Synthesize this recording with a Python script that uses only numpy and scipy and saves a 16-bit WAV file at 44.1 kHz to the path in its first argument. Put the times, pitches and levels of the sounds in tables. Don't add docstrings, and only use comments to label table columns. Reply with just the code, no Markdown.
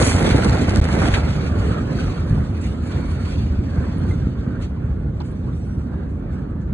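import sys
import numpy as np
from scipy import signal
from scipy.fft import rfft, irfft, next_fast_len
from scipy.io import wavfile
from scipy.ndimage import uniform_filter1d

SR = 44100
rng = np.random.default_rng(int(sys.argv[2]) if len(sys.argv) > 2 else 0)


def transcribe(signal):
    frames = np.atleast_2d(signal).T
    limited = np.clip(frames, -1, 1)
    pcm = np.round(limited * 32767).astype(np.int16)
    wavfile.write(sys.argv[1], SR, pcm)


N = 296855
TIME = np.arange(N) / SR
SIZE = next_fast_len(N + SR // 10, real=True)
HZ = np.fft.rfftfreq(SIZE, 1 / SR)
EDGE_HZ = 11250

# frequency_hz, likeness (held within 0 to 0.999)
PORT_LIKENESS = [(50, 1), (130, 1.06), (330, 0.8), (550, 0.58), (800, -0.37), (1050, -0.05), (1450, 0.7),
                 (2100, 0.42), (2800, 0.7), (4000, 0.1), (4900, 1.04), (5400, 1.04), (6500, 0.1),
                 (7500, .98), (9400, 2), (10400, -0.2), (11200, 1.8)]
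# frequency_hz, left_lead_rad
PORT_LEAD = [(30, -.03), (130, -.1), (500, -.25), (700, -.45), (1100, .2), (1650, .1), (2300, 2.6),
             (3100, 2.9), (4100, 2), (4900, 3), (5500, 3.25), (6000, 3.8), (7200, 6.2), (10000, 6.4),
             (11000, 9.2)]
# frequency_hz, left_minus_right_db
PORT_BALANCE = [(55, 0.5), (120, -1.4), (200, -2.5), (340, -4.5), (600, -1), (1100, -2.5), (1950, -3),
                (3500, 0), (6200, 0), (11000, 0)]
# start_s, end_s
DROPOUT = (.803, .8128)
DROPOUT_DB = -36

# pitch_hz, relative_level_db
RING_PARTIALS = [(3688, -80), (4705, -89), (5609, -75), (6998, -86), (7725, -81), (8306, -87), (8603, -86),
                 (8942, -88), (9114, -87), (9335, -87), (9808, -88), (10691, -84)]
# time_s, level_db
RING_LEVEL = [(5.50, -110), (5.53, -69), (5.76, -69), (5.9, -81), (6.05, -120)]
# pitch_hz, width_hz, relative_level_db
RUSH_RESONANCES = [(1150, 1000, -1.5), (2260, 300, -1), (3700, 550, -12), (4400, 140, -1.5)]
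# time_s, level_db
RUSH_LEVEL = [(2.74, -84), (2.86, -49), (2.95, -44), (3.1, -47), (3.28, -50), (3.4, -56), (3.6, -56),
              (3.9, -54), (4.4, -79.5)]
# frequency_hz, relative_level_db (per Hz)
WASH_SPECTRUM = [(700, -36), (1500, -1.5), (2300, 6), (3000, 2), (4150, -2), (4450, 4), (4750, -3.5),
                 (5300, -2), (6300, -3.5), (7200, -5), (9000, -7.5), (10500, -11.5), (11800, -3.5)]
# start_level_db, settled_level_db, time_constant_s
WASH_FADE = (-38.5, -78.5, 3.58)
# crest_s, length_s, lift_db, extra_treble_lift_db
WAVELETS = [(0.03, 0.23, 1, 15.5), (0.27, 0.096, 5, -3), (0.47, 0.23, 0.5, 4), (0.767, 0.036, 1, 2),
            (1.032, 0.19, 8, 3), (1.145, 0.038, 3, 4), (0.923, 0.032, 3.5, 6), (1.335, 0.25, 4, 0),
            (1.637, 0.2, 2.5, 2.5), (2, 0.22, 9, -1), (2.33, 0.2, 2.5, 2), (2.64, 0.1, 8, 5),
            (2.89, 0.25, 5, 6), (3.13, 0.22, 4.5, 3), (3.316, 0.22, 11.5, -1), (3.808, 0.63, 8, -0.5),
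            (4.102, 0.089, 6.5, 2), (4.33, 0.22, 1.5, -1), (4.623, 0.058, 13.5, 0), (5.25, 0.29, 5.5, 3.5),
            (5.588, 0.37, 2, 1.5), (6.11, 0.077, 1, 7.5), (6.34, 0.081, 6.5, 5)]
WAVELET_RISE = 0.26
SPRAY_DB = -7
# start_s, level_db (before the envelope), start_pitch_hz, glide_hz_per_s, t60_s
BUBBLES = [(1.987, -23.5, 1500, 0, 0.052), (3.979, -50.5, 9500, 1000, .08), (4.109, -32, 2070, 500, .08),
           (4.121, -37, 1300, 16000, .07)]
# start_s, peak_db (before panning), pitch_hz, width_hz, t60_s, left_minus_right_db
SPLASHES = [(1.138, -9.5, 2020, 2210, 0.1, 2), (1.141, -31, 3760, 1100, 0.25, -3),
            (1.27, -32, 3600, 2400, .25, 1), (1.616, -29, 2470, 1600, 0.16, 0),
            (2.611, -40, 7650, 3000, 0.091, 1), (2.912, -34.5, 3400, 2420, 0.34, -2),
            (3.25, -33, 2760, 2400, 0.19, -2), (4.620, -40, 2200, 1800, 0.097, 2),
            (4.620, -45, 6300, 3400, 0.14, 7), (5.202, -36, 4300, 1800, 0.017, 1),
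            (5.204, -28, 930, 303, 0.076, -0.5), (5.207, -39, 2800, 1800, .07, 2),
            (5.217, -44, 4900, 900, .016, 5), (5.255, -51, 7960, 2400, .16, 1),
            (5.525, -53, 3620, 500, .1, -2), (6.61, -55, 6200, 3600, 0.16, 6)]

# middle_s, peak_db, push_to_suck_s (before the microphone thins it)
THUDS = [(0.134, -12, 0.0066), (0.32, -6, 0.0044), (0.352, -4, 0.0039), (0.686, -6.5, 0.004),
         (0.729, -6, 0.0032), (0.79, -4, 0.0055), (0.817, -6.5, 0.0054), (0.855, -12, 0.0039),
         (1.095, -8.5, 0.0033), (1.133, -11.5, .009), (1.605, -8, 0.0042), (1.697, -18, 0.0032),
         (2.310, -7, 0.0039), (2.329, -4.5, 0.004), (2.379, -8, 0.0051), (2.403, -9, 0.0038),
         (3.592, -8, 0.0042), (3.787, -8.5, 0.0048), (4.103, -12, 0.0037), (4.272, -10, 0.0022),
         (4.395, -12, 0.0044), (4.479, -9, 0.0026)]
# frequency_hz, relative_level_db (per Hz)
TICK_SPECTRUM = [(300, -12), (800, 5), (1500, 3), (2500, 1.5), (4500, -9), (7000, -14.5), (11000, -18.5)]
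# time_s, level_db
TICK_LEVEL = [(0, -32), (.35, -37.5), (.8, -43.5), (1.1, -37), (1.5, -61), (2.2, -77)]
# frequency_hz, relative_level_db (per Hz)
SNAP_SPECTRUM = [(600, -18), (1500, 6), (2500, 3), (4300, 9), (6500, 2), (9000, -2), (11500, -17)]
# start_s, near_peak_db
SNAPS = [(.025, -5.5), (0.067, -13), (.211, -32), (0.227, -22), (.291, -19), (.329, -26), (.345, -25),
         (.365, -28), (.434, -23), (0.445, -11), (0.495, -13.5), (.509, -26), (.525, -20), (.549, -23),
         (.575, -29), (.694, -19), (.722, -28), (.748, -22), (.753, -26), (.760, -19), (0.771, -16),
         (0.782, -26), (0.798, -25), (.813, -33), (.820, -39), (0.841, -21), (0.93, -22), (1.023, -34),
         (1.076, -24), (2.297, -35)]
# frequency_hz, relative_level_db (per Hz)
REPORT_BODY = [(90, -28), (160, 5.5), (240, 4), (340, -0.5), (480, -4.5), (650, -13.5), (900, -21),
               (1800, -55)]
# frequency_hz, relative_level_db (per Hz)
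REPORT_CRACK = [(350, -16), (700, 7), (1000, -1), (1450, 1.5), (2100, -8.5), (2800, -33), (5000, -21),
                (9000, -34)]
# start_s, length_s, body_level_db, crack_level_db
REPORTS = [(0.019, 0.019, -18, -41), (0.062, 0.02, -20.5, -45), (0.137, 0.032, -23, -35),
           (0.198, 0.028, -21.5, -35), (0.243, 0.013, -19, -28.5), (0.27, 0.013, -16, -33),
           (0.302, 0.01, -18, -33), (0.343, 0.016, -14.5, -35), (0.38, 0.013, -18.5, -26.5),
           (0.417, 0.019, -28, -28), (0.445, 0.031, -17, -29.5), (0.487, 0.012, -31, -30),
           (0.522, 0.035, -23.5, -31.5), (0.571, 0.032, -27, -33), (0.615, 0.029, -22.5, -42),
           (0.678, .014, -22, -29), (.721, 0.02, -22.5, -37), (0.753, 0.022, -24, -32),
           (0.778, 0.0079, -40, -41), (0.883, 0.018, -29, -30), (0.936, 0.0176, -22.5, -31),
           (0.963, 0.017, -24, -33), (1.012, 0.025, -23.5, -27.5), (1.037, 0.022, -24, -31),
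           (1.065, 0.023, -25, -31.5), (1.151, 0.033, -24.5, -32), (1.256, 0.032, -25.5, -56),
           (1.646, 0.023, -28.5, -46), (1.997, 0.017, -26.5, -46)]
# frequency_hz, relative_level_db (per Hz)
CRACKLE_SPECTRUM = [(100, -21), (230, -2.5), (330, 2.5), (480, 4.5), (600, 3), (780, 2), (970, -3.5),
                    (1450, -3.5), (1750, -10.5), (2100, -5), (2800, -20), (5000, -30), (9000, -60)]
# frequency_hz, relative_level_db (per Hz)
ROAR_SPECTRUM = [(100, -19), (250, -7), (400, 6), (600, 1), (800, -1.5), (1000, -3), (1200, -1),
                 (1450, -1.5), (1900, -11), (2700, -18.5), (4500, -31), (9000, -55)]
# frequency_hz, relative_level_db (per Hz)
ROLL_SPECTRUM = [(40, -29.5), (90, -7.5), (135, 2), (175, 0), (250, -2.5), (340, -11), (480, -18),
                 (750, -28), (1500, -43), (3000, -83)]
# frequency_hz, relative_level_db (per Hz)
BOOM_SPECTRUM = [(16, -28), (30, -29), (45, -3), (56, -2.5), (72, 2.5), (105, -3.5), (140, -10.5),
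                 (200, -25), (400, -37.5), (1000, -90.5)]
# start_level_db, settled_level_db, time_constant_s
ROAR_FADE = (-27, -54, 2.29)
# start_level_db, settled_level_db, time_constant_s
ROLL_FADE = (-22, -30, 2.08)
# start_level_db, settled_level_db, time_constant_s
BOOM_FADE = (-21.5, -29, 5.2)
# middle_s, length_s, boom_lift_db, roll_lift_db, roar_lift_db
SURGES = [(0.01, 0.042, 5.5, -4, 3), (0.146, 0.16, 5.5, -1.5, -3), (0.25, 0.1, 0, 4, 0.5),
          (0.314, 0.027, 4, -4, -2), (0.448, 0.067, 3.5, 3, 0.5), (0.521, 0.065, 9, -1.5, 0.5),
          (0.615, 0.033, 3, 6.5, -0.5), (0.776, 0.06, 1.5, 4.5, -0.5), (0.975, 0.061, 2, 1, 2),
          (1.035, 0.11, 5, 2, 5.5), (1.155, 0.13, 5, -2.5, 5), (1.274, 0.11, 4.5, 1.5, 1.5),
          (1.43, 0.13, 0, 2, 3), (1.656, 0.23, 4.5, 2.5, 4.5), (1.782, 0.059, -5, 0, 2),
          (1.857, 0.26, -1, 1, 2), (2.03, 0.26, 3.5, 2.5, 3.5), (2.148, 0.039, -10, -4, 1.5),
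          (2.376, 0.2, 2, 3, 4), (2.47, 0.047, -5, -4, 0.5), (2.974, 0.19, 1.5, 2.5, 7),
          (3.148, 0.12, 2.5, 0.5, 5), (3.283, 0.12, 0.5, 0.5, 6), (3.458, 0.21, 5, 1.5, 2),
          (3.63, 0.064, -7, 4.5, -1), (3.726, 0.065, -1.5, -1, -0.5), (3.83, 0.19, 2, 3.5, 8),
          (4.068, 0.18, 4.5, 6, 5), (4.257, 0.11, 5, 3, 2), (4.366, 0.068, -3.5, 0.5, 2.5),
          (4.663, 0.079, 2, -1, -0.5), (4.542, 0.24, -0.5, 1.5, 6), (4.878, 0.11, 4, 1, 4),
          (5.07, 0.077, 2, 2.5, 0.5), (5.48, 0.06, -1.5, 3, 4.5), (5.75, 0.11, 3, 1, 2.5),
          (5.977, 0.18, -0.5, 1, 5.5), (6.355, 0.27, 1.5, 0.5, 4.5), (6.722, 0.086, 7.5, 1, 3.5)]


def amp(db):
    return 10 ** (np.asarray(db) / 20)


def unit(x):
    return x / np.sqrt(np.mean(x ** 2) + 1e-20)


def noise():
    return rng.standard_normal((2, N))


def decay(t, t60):
    return np.exp(-np.log(1000) * t / t60)


def read(points):
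    f, value = np.transpose(points)
    return np.interp(np.log(HZ + 1), np.log(f + 1), value)


def follow(rows):
    return np.interp(TIME, *np.transpose(rows))


def shaped(x, gain):
    return irfft(rfft(x, SIZE) * gain, SIZE)[..., :N]


def wander(hz):
    return unit(shaped(rng.standard_normal((1, N)), np.exp(-(HZ / hz) ** 2)))


def add(mix, s, sound):
    start = max(round(s * SR), 0)
    part = mix[..., start:][..., :sound.shape[-1]]
    part += sound[..., :part.shape[-1]]


def fade(start_db, settled_db, time_s):
    return settled_db + (start_db - settled_db) * np.exp(-TIME / time_s)


def hump(s, length, rise=0.52, order=2):
    out = np.zeros(N)
    near = slice(max(int((s - 2 * length) * SR), 0), int((s + 2 * length) * SR))
    t = TIME[near] - s
    half_width = length * np.where(t < 0, rise, 1 - rise)
    out[near] = .5 ** (abs(t / half_width) ** order)
    return out


def ports(pair, spectrum, band):
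    a, b = rfft(pair, SIZE) * amp(read(spectrum))
    same = np.clip(read(PORT_LIKENESS), 0, .999)
    tilt = amp(read(PORT_BALANCE) / 2)
    mid, side = a * np.sqrt(1 + same), b * np.sqrt(1 - same)
    left = (mid + side) * tilt
    right = (mid - side) / tilt * np.exp(-1j * read(PORT_LEAD))
    z = np.array([left, right])
    inside = (HZ > band[0]) & (HZ < band[1])
    return irfft(z, SIZE)[:, :N] / np.std(irfft(z.mean(0) * inside, SIZE)[:N])


def flat_ports(pair):
    return ports(pair, [(0, 0), (EDGE_HZ, 0)], (0, EDGE_HZ))


def pops(per_s, spread_db):
    size = amp(spread_db * np.minimum(rng.exponential(1, (2, N)), 4))
    sign = rng.choice([-1, 1], (2, N))
    struck = rng.random((2, N)) < per_s / SR
    return unit(size * sign * struck)


def patches(x, depth_db, wide_bins, long_frames):
    z = signal.stft(x, nperseg=512)[2]
    field = rng.standard_normal(z.shape[1:])
    for axis, span in enumerate([wide_bins, long_frames]):
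        keep = np.exp(-1 / span)
        field = signal.lfilter([1 - keep], [1, -keep], field, axis=axis)
    gain = unit(amp(depth_db * np.clip(unit(field), -3, 3)))
    return signal.istft(z * gain, nperseg=512)[1][:, :N]


def echoes(spectrum, band, steadiness, over_s):
    x = ports(noise(), spectrum, band)
    envelope = abs(signal.hilbert(x.mean(0), SIZE)[:N])
    power = uniform_filter1d(envelope ** 2, int(over_s * SR) + 1)
    return x / (power / power.mean()) ** (steadiness / 2)


def faint_ring(width_hz=22):
    power = sum(amp(db) ** 2 / (1 + (2 * (HZ - hz) / width_hz) ** 4) for hz, db in RING_PARTIALS)
    return flat_ports(shaped(noise(), np.sqrt(power))) * amp(follow(RING_LEVEL))


def rush():
    body = sum(amp(db) / (1 + (2 * (HZ - hz) / width) ** 2) for hz, width, db in RUSH_RESONANCES)
    return unit(shaped(noise(), body)) * amp(follow(RUSH_LEVEL))


def water_levels():
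    hiss_lift_db, spray_lift_db = sum(
        np.outer(lifts_db, hump(s, length, WAVELET_RISE)) for s, length, *lifts_db in WAVELETS)
    return fade(*WASH_FADE) + hiss_lift_db, SPRAY_DB + spray_lift_db


def wash(hiss_db, spray_db, fizz=0.56, flutter_db=1.5, bright_hz=5800):
    foam = noise() + fizz * pops(per_s=700, spread_db=0.0)
    foam = patches(foam, depth_db=3.5, wide_bins=0.8, long_frames=5)
    hiss = ports(foam, WASH_SPECTRUM, band=(2300, 4500))
    treble = shaped(hiss, 1 - 1 / (1 + (HZ / bright_hz) ** 8))
    hiss = hiss - treble + treble * amp(spray_db)
    return hiss * amp(hiss_db + flutter_db * wander(hz=39.0))


def bubbles(rise_s=0.0024):
    out, t = np.zeros(N), np.arange(SR // 8) / SR
    for s, db, pitch, glide, t60 in BUBBLES:
        tone = np.sin(2 * np.pi * np.cumsum(pitch + glide * t) / SR)
        add(out, s, amp(db) * tone * np.minimum(t / rise_s, 1) * decay(t, t60))
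    return out


def splashes(rise_s=0.0021):
    out, t = np.zeros((2, N)), np.arange(SR // 4) / SR
    hz = np.fft.rfftfreq(len(t), 1 / SR)
    spatter = flat_ports(noise())
    for s, db, pitch, width, t60, pan_db in SPLASHES:
        piece = spatter[:, round(s * SR):][:, :len(t)]
        resonance = 1 / (1 + (2 * (hz - pitch) / width) ** 2)
        coloured = irfft(rfft(piece, len(t)) * resonance, len(t))
        burst = coloured * (1 - np.exp(-t / rise_s)) * decay(t, t60)
        pan = amp([[pan_db / 2], [-pan_db / 2]])
        add(out, s, amp(db) * burst / abs(burst).max() * pan)
    return out


def thuds(thin_hz=45):
    out, t = np.zeros(N), np.arange(-SR // 50, SR // 12) / SR
    microphone = signal.butter(2, thin_hz, "highpass", fs=SR, output="sos")
    for s, db, swing in THUDS:
        wave = signal.sosfilt(microphone, -t * np.exp(-2 * (t / swing) ** 2))
        add(out, s + t[0], amp(db) * wave / abs(wave).max())
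    return out


def ticks():
    clicks = pops(per_s=420, spread_db=5.0)
    return ports(clicks, TICK_SPECTRUM, band=(600, 4500)) * amp(follow(TICK_LEVEL))


def snaps(t60=0.024, grit=1.0):
    strength, t = np.zeros(N), np.arange(SR // 10) / SR
    for s, db in SNAPS:
        add(strength, s, amp(db) * decay(t, t60))
    cracks = noise() + grit * pops(per_s=2200, spread_db=9.0)
    fizz = ports(cracks, SNAP_SPECTRUM, (0, EDGE_HZ))
    return strength * fizz / np.percentile(abs(fizz), 99)


def reports(rise_s=0.0048, fall_s=0.0052):
    levels, t = np.zeros((2, N)), np.arange(SR // 8) / SR
    for s, length, *levels_db in REPORTS:
        gate = np.minimum(t / rise_s, 1) * np.exp(-np.maximum(t - length, 0) / fall_s)
        add(levels, s, np.outer(amp(levels_db), gate))
    body = echoes(REPORT_BODY, band=(200, 700), steadiness=0.29, over_s=0.0096)
    crack = echoes(REPORT_CRACK, band=(700, 2400), steadiness=.3, over_s=0.014)
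    return body * levels[0] + crack * levels[1]


def blast_levels():
    lift = sum(np.outer(lifts_db, hump(s, length, order=3)) for s, length, *lifts_db in SURGES)
    return np.array([fade(*BOOM_FADE), fade(*ROLL_FADE), fade(*ROAR_FADE)]) + lift


def roar(roar_db, grain=0.82, flutter_db=1.0):
    band = (600, 2000)
    fronts = noise() + grain * pops(per_s=450, spread_db=3.0)
    crackle = ports(fronts, CRACKLE_SPECTRUM, band)
    blurred = patches(noise(), depth_db=3.5, wide_bins=0.5, long_frames=5.1)
    smooth = ports(blurred, ROAR_SPECTRUM, band)
    blur = np.interp(TIME, [1.1, 1.5], [0, 1])
    level_db = roar_db + flutter_db * wander(hz=34.8)
    return (np.sqrt(1 - blur) * crackle + np.sqrt(blur) * smooth) * amp(level_db)


def rumble(boom_db, roll_db):
    boom = echoes(BOOM_SPECTRUM, band=(30, 110), steadiness=0.42, over_s=0.083)
    roll = echoes(ROLL_SPECTRUM, band=(130, 380), steadiness=0.23, over_s=0.13)
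    return boom * amp(boom_db) + roll * amp(roll_db)


def scene():
    water = faint_ring() + rush() + wash(*water_levels()) + bubbles() + splashes()
    boom_db, roll_db, roar_db = blast_levels()
    blast = thuds() + ticks() + snaps() + reports() + roar(roar_db) + rumble(boom_db, roll_db)
    return water + blast


def record(dry):
    rounded = dry / (1 + (dry / .9) ** 6) ** (1 / 6)
    start_s, end_s = DROPOUT
    outside = (TIME < start_s) | (TIME > end_s)
    live = uniform_filter1d(np.where(outside, 1, amp(DROPOUT_DB)), size=40)
    lowpass = signal.firwin(255, EDGE_HZ, window=("kaiser", 8), fs=SR)
    return signal.oaconvolve(rounded * live, lowpass[None], "same")


dry = scene()
out = record(dry)
transcribe(out)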